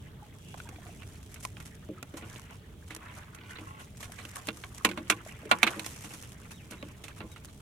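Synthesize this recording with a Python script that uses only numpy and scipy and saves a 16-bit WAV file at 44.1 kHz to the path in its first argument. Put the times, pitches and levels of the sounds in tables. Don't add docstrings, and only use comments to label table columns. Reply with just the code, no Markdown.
import sys
import numpy as np
from scipy import signal
from scipy.fft import rfft, irfft, next_fast_len
from scipy.io import wavfile
from scipy.ndimage import uniform_filter1d, map_coordinates

SR = 44100
rng = np.random.default_rng(int(sys.argv[2]) if len(sys.argv) > 2 else 0)


def master_out(mix):
    frames = np.transpose(np.atleast_2d(mix))
    ceiling = np.clip(frames, -1, 1)
    pcm = np.round(ceiling * 32767).astype(np.int16)
    wavfile.write(sys.argv[1], SR, pcm)


N = 335601

# (frequency [Hz], density [dB per Hz])
SPLASH_SPECTRUM = [(2710, -5.5), (4600, -8.5), (5970, -3), (8530, -4), (10100, -5.5), (15000, -15.5),
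                   (16400, -57)]
# (frequency [Hz], correlation [-1..1])
WIDE_LIKENESS = [(25, 0.78), (70, 0.99), (180, 0.96), (550, 0.62), (1650, 0.06), (5000, 0.01)]
# (frequency [Hz], level [dB], t60 [s])
WALL_MODES = [(710, 0, 0.11), (853, -1.5, 0.23), (1021, 0, 0.22), (1124, 0, 0.18), (1157, -15, 0.086),
              (1414, 2.5, 0.12), (1646, -10, 0.16), (1965, -1, 0.075), (2056, -7, 0.14), (2190, 4, 0.086),
              (2360, 1, 0.11), (2630, 10, 0.063), (2790, -3.5, 0.17), (3310, -8, 0.17), (3156, 9.5, 0.032),
              (3540, 0, 0.12), (4460, 11, 0.015)]


def amp(db):
    return 10 ** (np.asarray(db) / 20)


def unit(x):
    return x / np.sqrt(np.mean(x ** 2) + 1e-20)


def along(points, hz):
    f, v = np.transpose(points)
    return np.interp(np.log(hz + 1), np.log(f + 1), v)


def curves(rows):
    s, *cols = np.transpose(rows)
    return [np.interp(np.arange(N) / SR, s, c) for c in cols]


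def wobble(knots_per_s):
    knots = rng.standard_normal(int(N * knots_per_s / SR) + 4)
    return map_coordinates(knots, [np.arange(N) * knots_per_s / SR])


def filtered(x, response):
    m = next_fast_len(N + SR // 2)
    return irfft(rfft(x, m) * response(np.fft.rfftfreq(m, 1 / SR)), m)[..., :N]


def rush(spectrum, alike, texture=1):
    def mid_side_gains(hz):
        turn = np.arccos(np.clip(along(alike, hz), -1, 1)) / 2
        return amp(along(spectrum, hz)) * [np.cos(turn), np.sin(turn)]

    mid, side = filtered(texture * rng.standard_normal((2, N)), mid_side_gains)
    return unit(np.array([mid + side, mid - side]))


def patter(per_second, spread_db, life_s, bed):
    sizes = amp(np.minimum(spread_db * rng.exponential(size=N), 24))
    starts = (rng.random(N) < per_second / SR) * sizes
    return bed + signal.lfilter([1], [1, -np.exp(-1 / (life_s * SR))], starts)


def bursts(times, levels_db, attack_s, t60_s):
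    since = np.arange(SR // 3) / SR
    starts = np.bincount(np.round(np.asarray(times) * SR).astype(int), amp(levels_db), N)
    shape = (1 - np.exp(-since / max(attack_s, 1e-4))) * amp(-60 * since / t60_s)
    return np.abs(signal.fftconvolve(starts, shape)[:N])


def patchy(x, depth_db, size):
    z = signal.stft(x, nperseg=256)[2]
    field = uniform_filter1d(rng.standard_normal(z.shape[1:]), size=size[0], axis=0)
    field = uniform_filter1d(field, size=size[1], axis=1)
    return unit(signal.istft(z * amp(depth_db * unit(field)), nperseg=256)[1][:, :N])


def add(out, s, sound):
    part = out[:, round(s * SR):round(s * SR) + sound.shape[-1]]
    part += sound[..., :part.shape[1]]


def bubbles(count, centre_hz, spread_oct, cycles, spread_db):
    at, pitch, life, size, place = rng.random((count, 5)).T[:, :, None]
    t = np.arange(500) / SR
    hz = centre_hz * 2 ** (spread_oct * (2 * pitch - 1))
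    fade = hz * t / (cycles * (1.07 + life))
    tone = np.sin(2 * np.pi * hz * t * (1 + 4 * t))
    wave = amp(-spread_db * np.log(size + 0.00042)) * fade * np.exp(-3 * fade) * tone
    spot = ((at * N).astype(int) + np.arange(500)).ravel()
    pans = np.cos(place * 2.58), np.sin(place * 2.3)
    return unit(np.array([np.bincount(spot, (wave * g).ravel(), N + 500)[:N] for g in pans]))


def ring(modes, t, stretch, tilt_db, apart, scatter, count):
    dulling = .4
    hz, db, t60_s = np.repeat(np.transpose(modes), count, axis=1)[:, :, None]
    hz = hz * (1 + scatter * rng.standard_normal(hz.shape))
    phase = rng.random(hz.shape) + apart * rng.standard_normal((2, *hz.shape))
    level_db = db + tilt_db(hz) + 2.84 * rng.standard_normal(hz.shape)
    decay_db = -60 * t * np.maximum(hz / 1000, 1) ** dulling / (t60_s * stretch)
    pair = np.sum(amp(level_db + decay_db) * np.sin(2 * np.pi * (hz * t + phase)), axis=1)
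    return pair / np.abs(pair).max()


def distance():
    # (frequency [Hz], density [dB per Hz])
    rumble_spectrum = [(12, -11), (20, -19.5), (64, 0.5), (103, 2), (192, -5), (370, -16), (445, -13),
                       (543, -27), (600, -17.5), (780, -40), (1320, -120)]
    hiss_spectrum = [(240, -12), (400, -4.5), (870, 0.5), (1210, -40), (3310, -2.5), (4730, -17.5),
                     (6500, -67), (11500, -44), (16000, -58)]
    # (time [s], level [dB])
    insect_level = [(0, -97), (.12, -102), (.42, -67), (.55, -66), (2.5, -109), (2.9, -84), (3.05, -94.5)]
    hum_spectrum = [(70, -74), (84, -19.0), (91, 6.5), (98, 5.5), (115, -32.0)]
    buzz_spectrum = [(3000, -75), (3200, -16), (3320, -0.5), (3440, -4), (3650, -64)]
    rumble_db, hum_db, hiss_db = -49.5, -62.5, -67.5

    rumble = amp(rumble_db + 1.2 * wobble(7)) * rush(rumble_spectrum, WIDE_LIKENESS)
    hum = amp(hum_db) * rush(hum_spectrum, WIDE_LIKENESS)
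    hiss = amp(hiss_db) * rush(hiss_spectrum, WIDE_LIKENESS)
    buzz = amp(curves(insect_level)[0]) * rush(buzz_spectrum, [(3300, 0.13)])
    return rumble + hum + hiss + buzz


def bird():
    # (time [s], bend from the top pitch [Hz], level [dB])
    whistle = [(0, -200, -4), (0.025, 0, 5), (.045, -90, 3), (.075, -1200, 2), (.11, -1520, 1),
               (.13, -1600, -30)]
    # (time [s], level [dB], top pitch [Hz], falling tail over the arch [dB]); the faint 5750 Hz call is
    calls = [(6.525, -63.5, 3850, 0), (6.53, -71, 5750, -40), (6.776, -65, 3980, -1), (7.02, -78, 3800, 15),
             (7.29, -66, 3880, -10)]
    out, t = np.zeros((2, N)), np.arange(round(whistle[-1][0] * SR)) / SR
    s, bend_hz, shape_db = np.transpose(whistle)
    bend = np.interp(t, s, bend_hz)
    for start, level_db, top_hz, tail_db in calls:
        phase = 2 * np.pi * np.cumsum(top_hz + bend) / SR
        call_db = level_db + np.interp(t, s, shape_db) + tail_db * bend / bend_hz.min()
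        add(out, start, amp(call_db) * np.sin(phase))
    echo = amp(-60 * t / .25) * rng.standard_normal((2, len(t)))
    out = out + .4 * signal.fftconvolve(out, echo / np.linalg.norm(echo[0]), axes=1)[:, :N]
    return out * amp(5 * np.array([wobble(90), wobble(90)]))


def plinks():
    # (time [s], level [dB], pitch [Hz], t60 [s], clipped below)
    drops = [(0.224, -43.5, 828, 0.1), (0.545, -32.5, 664, 0.016), (0.601, -28.5, 1446, 0.02),
             (0.655, -48, 930, 0.1), (0.672, -43, 1590, 0.031), (0.726, -44.5, 760, 0.053),
             (0.785, -39.5, 697, 0.033), (0.858, -46, 707, 0.074), (0.891, -41, 690, 0.044),
             (1.978, -43, 1270, 0.07), (4.096, -39.5, 694, 0.029), (5.263, -33, 630, 0.029)]
    out, t = np.zeros((2, N)), np.arange(SR // 8) / SR
    for s, db, hz, t60_s in drops:
        turns = hz * (t - 0.068 * 0.005 * np.exp(-t / 0.03))
        envelope = amp(db - 60 * t / np.clip(t60_s, .015, .15)) * (1 - np.exp(-t / 0.00092))
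        add(out, s, envelope * np.sin(2 * np.pi * turns))
    return out


def drags():
    # (start [s], stroke length [s], level [dB], brightest pitch [Hz])
    strokes = [(3.013, 0.11, -57.5, 1300), (3.4, 0.24, -56.5, 1820), (3.66, 0.19, -53.5, 1290)]
    out, t = np.zeros((2, N)), np.arange(N) / SR
    for s, length_s, db, bright_hz in strokes:
        walls = ring(WALL_MODES, t[:SR // 9], 0.62, lambda hz: -8 * np.log2(hz / bright_hz) ** 2,
                     apart=0.17, scatter=0.042, count=3)
        n = round(length_s * SR)
        knots = patter(230, spread_db=2.5, life_s=.0015, bed=0.31)[:n] * rng.standard_normal(n)
        stroke = np.minimum(1, np.minimum(t[:n] / 0.01, (length_s - t[:n]) / 0.037))
        add(out, s, amp(db) * unit(signal.fftconvolve(walls, (stroke * knots)[None], axes=1)))
    return out


def net():
    # (time [s], rustle [dB], spray [dB])
    working = [(0.0, -59.5, -68), (0.23, -60.5, -71), (0.51, -66, -59), (0.67, -59, -59),
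               (1.31, -61.5, -59), (2.03, -62.5, -70.5), (2.35, -54, -55.5), (2.6, -61.5, -68.5),
               (2.9, -68, -67.5), (3.05, -49.5, -61), (3.43, -62.5, -65), (3.62, -58, -62.5),
               (3.85, -64.5, -63), (4.3, -55, -56), (4.8, -61, -57.5), (5.06, -56, -60), (5.52, -55, -60.5),
               (5.69, -47, -50.5), (5.9, -53, -49), (6.52, -62.5, -61.5), (6.92, -57, -63),
               (7.6, -65.5, -63.5)]
    # (time [s], rustle [dB], spray [dB])
    tugs = [(0.571, -52, -49), (1.424, -52, -41.5), (1.571, -55, -56), (1.652, -60, -45), (2.175, -51, -58),
            (2.496, -43, -62), (2.873, -50, -53), (3.503, -45, -49.5), (3.554, -43.5, -70),
            (3.794, -44.5, -48), (4, -49, -43.5), (4.356, -38.5, -40), (4.741, -52, -45.5),
            (5.262, -47, -46), (5.491, -39.5, -46.5), (5.617, -36.5, -45), (5.729, -41, -64),
            (5.898, -69, -42.5), (6.104, -44.5, -44), (6.506, -45, -45.5), (7.161, -48, -49),
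            (7.483, -50, -61)]
    # (time [s], level [dB])
    flicks = [(0.898, -53), (1.229, -53), (1.313, -58), (1.342, -43.5), (1.401, -45), (1.624, -47),
              (1.746, -47.5), (2.327, -49), (2.833, -62), (3.178, -48.5), (3.204, -58), (3.832, -51),
              (3.971, -45.5), (4.042, -42.5), (4.119, -42), (4.287, -44), (4.308, -46), (4.47, -37),
              (4.571, -43), (4.777, -41.5), (5.079, -47), (5.586, -42), (5.705, -40), (5.961, -41),
              (6.319, -44.5), (6.884, -57), (6.917, -52), (7.315, -45), (7.447, -45.5), (7.527, -51)]
    # (frequency [Hz], density [dB per Hz])
    rustle_spectrum = [(300, -30), (450, -6), (700, -6), (1050, -2), (2100, -3), (3000, -8), (3700, -17),
                       (4500, -33), (6500, -90)]
    # (time [s], half length to -6 dB [s], level [dB], pitch [Hz])
    swing = (.5, .05, -58, 2850)
    tug_attack_s, tug_t60_s = 0.0026, 0.18
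    flick_attack_s, flick_t60_s = 0.00035, 0.052

    rustle_db, spray_db = curves(working)
    s, tug_db, shed_db = np.transpose(tugs)
    tugging = bursts(s, tug_db, tug_attack_s, tug_t60_s)
    shedding = bursts(s, shed_db, tug_attack_s, tug_t60_s)
    flicking = bursts(*np.transpose(flicks), flick_attack_s, flick_t60_s)
    rustling = np.hypot(amp(rustle_db + 1.6 * wobble(21)), tugging)
    spraying = np.hypot(amp(spray_db + 2.2 * wobble(22)), shedding)
    spraying = np.hypot(spraying, flicking)

    rustle = rush(rustle_spectrum, [(400, 1.0), (1500, 0.089), (3000, 0.32)],
                  patter(200, spread_db=1.5, life_s=0.00053, bed=1.0))
    trickle = bubbles(count=7000, centre_hz=1552, spread_oct=0.947, cycles=5.9, spread_db=0)
    crackle = bubbles(count=1800, centre_hz=2200, spread_oct=1.1, cycles=3.5, spread_db=2.2)
    spray = rush(SPLASH_SPECTRUM, [(5000, 0.12)], patter(700, spread_db=3.2, life_s=0.0012, bed=.9))
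    fizz = bubbles(count=2500, centre_hz=8000, spread_oct=0.7, cycles=25, spread_db=3)
    wet = patchy(rustle + amp(-10.0) * trickle + amp(-7) * crackle, depth_db=4.5, size=(5, 9))
    fine = patchy(spray + amp(-16) * fizz, depth_db=0.5, size=(24, 3))

    s, half_s, db, hz = swing
    swish_level = amp(db - 6 * ((np.arange(N) / SR - s) / half_s) ** 2)
    swish = swish_level * rush([(hz / 2, -40), (hz, 0), (hz * 2, -60)], WIDE_LIKENESS)
    return rustling * wet + spraying * fine + swish


def blows():
    # (time [s], clack peak [dB], brightest pitch [Hz], boom re clack before its +12 [dB],
    #  splash re clack [dB], contact t60 [s], clipped below)
    hits = [(0.542, -34.5, 734, -40, -39, 0.016), (0.601, -38, 1420, -47, -12, 0.034),
            (0.69, -41.5, 1030, -12, -2.5, 0.035), (0.76, -43.5, 1900, -11.5, -22, 0.029),
            (0.82, -50, 800, -14, -22, 0.05), (0.867, -45.5, 2200, -13.5, -21, 0.04),
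            (1.36, -46.5, 1520, -35, -17, 0.13), (1.569, -38, 2300, -43, -21, 0.026),
            (1.021, -41, 1800, -36, -18, 0.03), (1.032, -43, 1900, -18, -9, 0.035),
            (1.451, -26, 895, -46, -1, 0.016), (1.602, -41, 1670, -41, -5.5, 0.065),
            (1.889, -47, 830, 7.5, -15, 0.0091), (2.028, -33, 905, -19.5, -4, 0.024),
            (2.139, -46.5, 1470, 3.5, -12, 0.081), (2.171, -40.5, 825, -39, -2.5, 0.13),
            (2.223, -45, 980, -6.5, -28, 0.12), (2.36, -38.5, 3300, -16, -27, 0.022),
            (2.907, -37.5, 2080, -16, -12.5, 0.17), (2.949, -47, 2960, -24, 14, 0.02),
            (2.964, -40.5, 2930, -11.5, 3, 0.03), (3.348, -46, 1520, -17, 3, 0.045),
            (3.387, -45, 2000, -15, -21, 0.048), (3.436, -45.5, 1480, -14, -26, 0.053),
            (3.586, -39, 2000, -12, -23, 0.059), (3.61, -55, 700, 3.5, -2, 0.087),
            (4.029, -37.5, 1770, -27, -6.5, 0.13), (4.187, -39.5, 1710, -30, -12, 0.23),
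            (4.252, -37, 3170, -18.5, -6.5, 0.039), (4.482, -35.5, 2500, -6.5, -16, 0.037),
            (4.487, -21.5, 2800, -19, -17.5, 0.036), (4.638, -31.5, 1540, -48, -19, 0.036),
            (4.849, -11, 1890, -18, -9, 0.054), (4.89, -30.5, 2600, -8.5, -11, 0.057),
            (4.914, -30, 1700, -18, -17, 0.045), (4.975, -30, 1020, -11, -17.5, 0.084),
            (5.1, -13, 1920, -21, -6, 0.072), (5.432, -58, 800, 9.5, -17, 0.06),
            (5.454, -45.5, 2400, 1.5, -5, 0.043), (5.514, -9, 1210, -25, -18.5, 0.06),
            (5.631, -8, 2270, -27.5, -15.5, 0.054), (5.668, -21, 2300, -21, -17, 0.1),
            (5.675, -16.5, 2140, -30, -21, 0.044), (5.761, -45, 900, 0.5, -20, 0.14),
            (5.795, -28.5, 4250, -39, -5.5, 0.052), (5.845, -37, 2020, -29, -4, 0.044),
            (5.863, -37.5, 2130, -20, 6.5, 0.048), (6.044, -41, 740, -14, -3, 0.16),
            (6.137, -45.5, 1340, -9, 3, 0.15), (6.235, -44.5, 2800, -33, -26, 0.052),
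            (6.71, -49.5, 1800, 1, 9, 0.07), (6.721, -40.5, 1490, -12, -16, 0.15),
            (6.827, -33, 960, -10, -18, 0.027), (7.04, -39, 3480, -20, -5.5, 0.14),
            (7.082, -39.5, 2660, -30, -8, 0.078), (7.205, -35.5, 1180, -13, -37, 0.068),
            (7.24, -55, 900, 5, -20, 0.03), (7.362, -44, 1330, -26, -14, 0.13)]
    # (frequency [Hz], density [dB per Hz])
    clack_spectrum = [(350, -20), (600, -7.5), (1090, -10), (1250, -4), (4200, -9.5), (5460, -35),
                      (9240, -120)]
    # (frequency [Hz], level [dB], t60 [s])
    panel_modes = [(193.1, -7, 0.79), (220.8, 3, 0.22), (230, -3.5, 0.12), (294.5, -2, 0.26),
                   (315.3, 6.5, 0.3), (352.5, -7.5, 0.81), (403.6, -4, 0.13), (451, 3, 0.21),
                   (504, -7, 0.52), (598, 4, 0.16)]
    # (frequency [Hz], left minus right [dB])
    balance = [(300, -0.5), (1200, -1), (2400, -10), (4500, -0.5), (12000, -3)]
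    lead_s = .006
    full_ring_t60_s, max_stretch = .1, .6
    slap_db, knock_db, knock_share = -8.0, 0, .17

    out, t = np.zeros((2, N)), np.arange(SR // 5) / SR
    crack = rush(clack_spectrum, [(600, 0.81), (1500, 1.0), (4000, 0.048)])
    splash = rush(SPLASH_SPECTRUM, [(5000, 0.24), (15000, 0.042)])
    after = np.maximum(t - lead_s, 0)
    for s, db, bright_hz, boom_db, splash_db, t60_s in hits:
        t60_s = np.clip(t60_s, .01, .2)
        edge = np.minimum(np.exp((t - lead_s) / (0.012 * t60_s)), 1)
        start = rng.integers(N - len(t))
        grain = np.s_[:, start:start + len(t)]

        contact = edge * amp(-60 * after / (0.58 * t60_s)) * rng.standard_normal(len(t))
        contact = contact[None, :SR // 25]
        contact[0, round(lead_s * SR)] += 11
        late_s = lead_s + .03 * rng.random(7)
        rattle = 5 * amp(-60 * (late_s - lead_s) / (2.75 * t60_s)) * rng.standard_normal(7)
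        contact[0, (late_s * SR).astype(int)] += rattle

        walls = ring(WALL_MODES, t[:SR // 9], min(t60_s / full_ring_t60_s, max_stretch),
                     lambda hz: -5 * np.log2(hz / bright_hz) ** 2, apart=0.15, scatter=0.0287, count=4)
        walls = signal.fftconvolve(walls, contact, axes=1)
        walls = np.pad(walls, ((0, 0), (0, len(t) - walls.shape[1])))
        boom = ring(panel_modes, after, 0.29 + 5 * t60_s, lambda hz: -3 * np.log2(hz / 250),
                    apart=0.036, scatter=0.042, count=2)
        boom = boom * (1 - np.exp(-after / 0.00059))

        slap = amp(slap_db - 60 * after / t60_s) * crack[grain]
        knock_turns = bright_hz * after + 0.12 * rng.standard_normal((2, 1))
        knock = amp(knock_db - 60 * after / (knock_share * t60_s)) * np.sin(2 * np.pi * knock_turns)
        knock = knock * (t >= lead_s)
        splat = amp(splash_db - 60 * after / (0.81 * t60_s)) * splash[grain]
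        clack = walls / np.abs(walls).max()
        blow = amp(boom_db + 12.0) * boom + clack + edge * (knock + slap + splat)
        add(out, s - lead_s, amp(db) * blow)

    def lean(hz):
        bass_cut = (1j * hz / (110 + 1j * hz)) ** 2
        return amp(along(balance, hz) * [[.5], [-.5]]) * bass_cut

    return filtered(out, lean)


def scene():
    leaning = (net() + drags() + distance()) * amp([[-.5], [.5]])
    return blows() + leaning + plinks() + bird()


def record(dry):
    top_hz = 16500
    return filtered(dry, lambda hz: hz < top_hz)


dry = scene()
out = record(dry)
master_out(out)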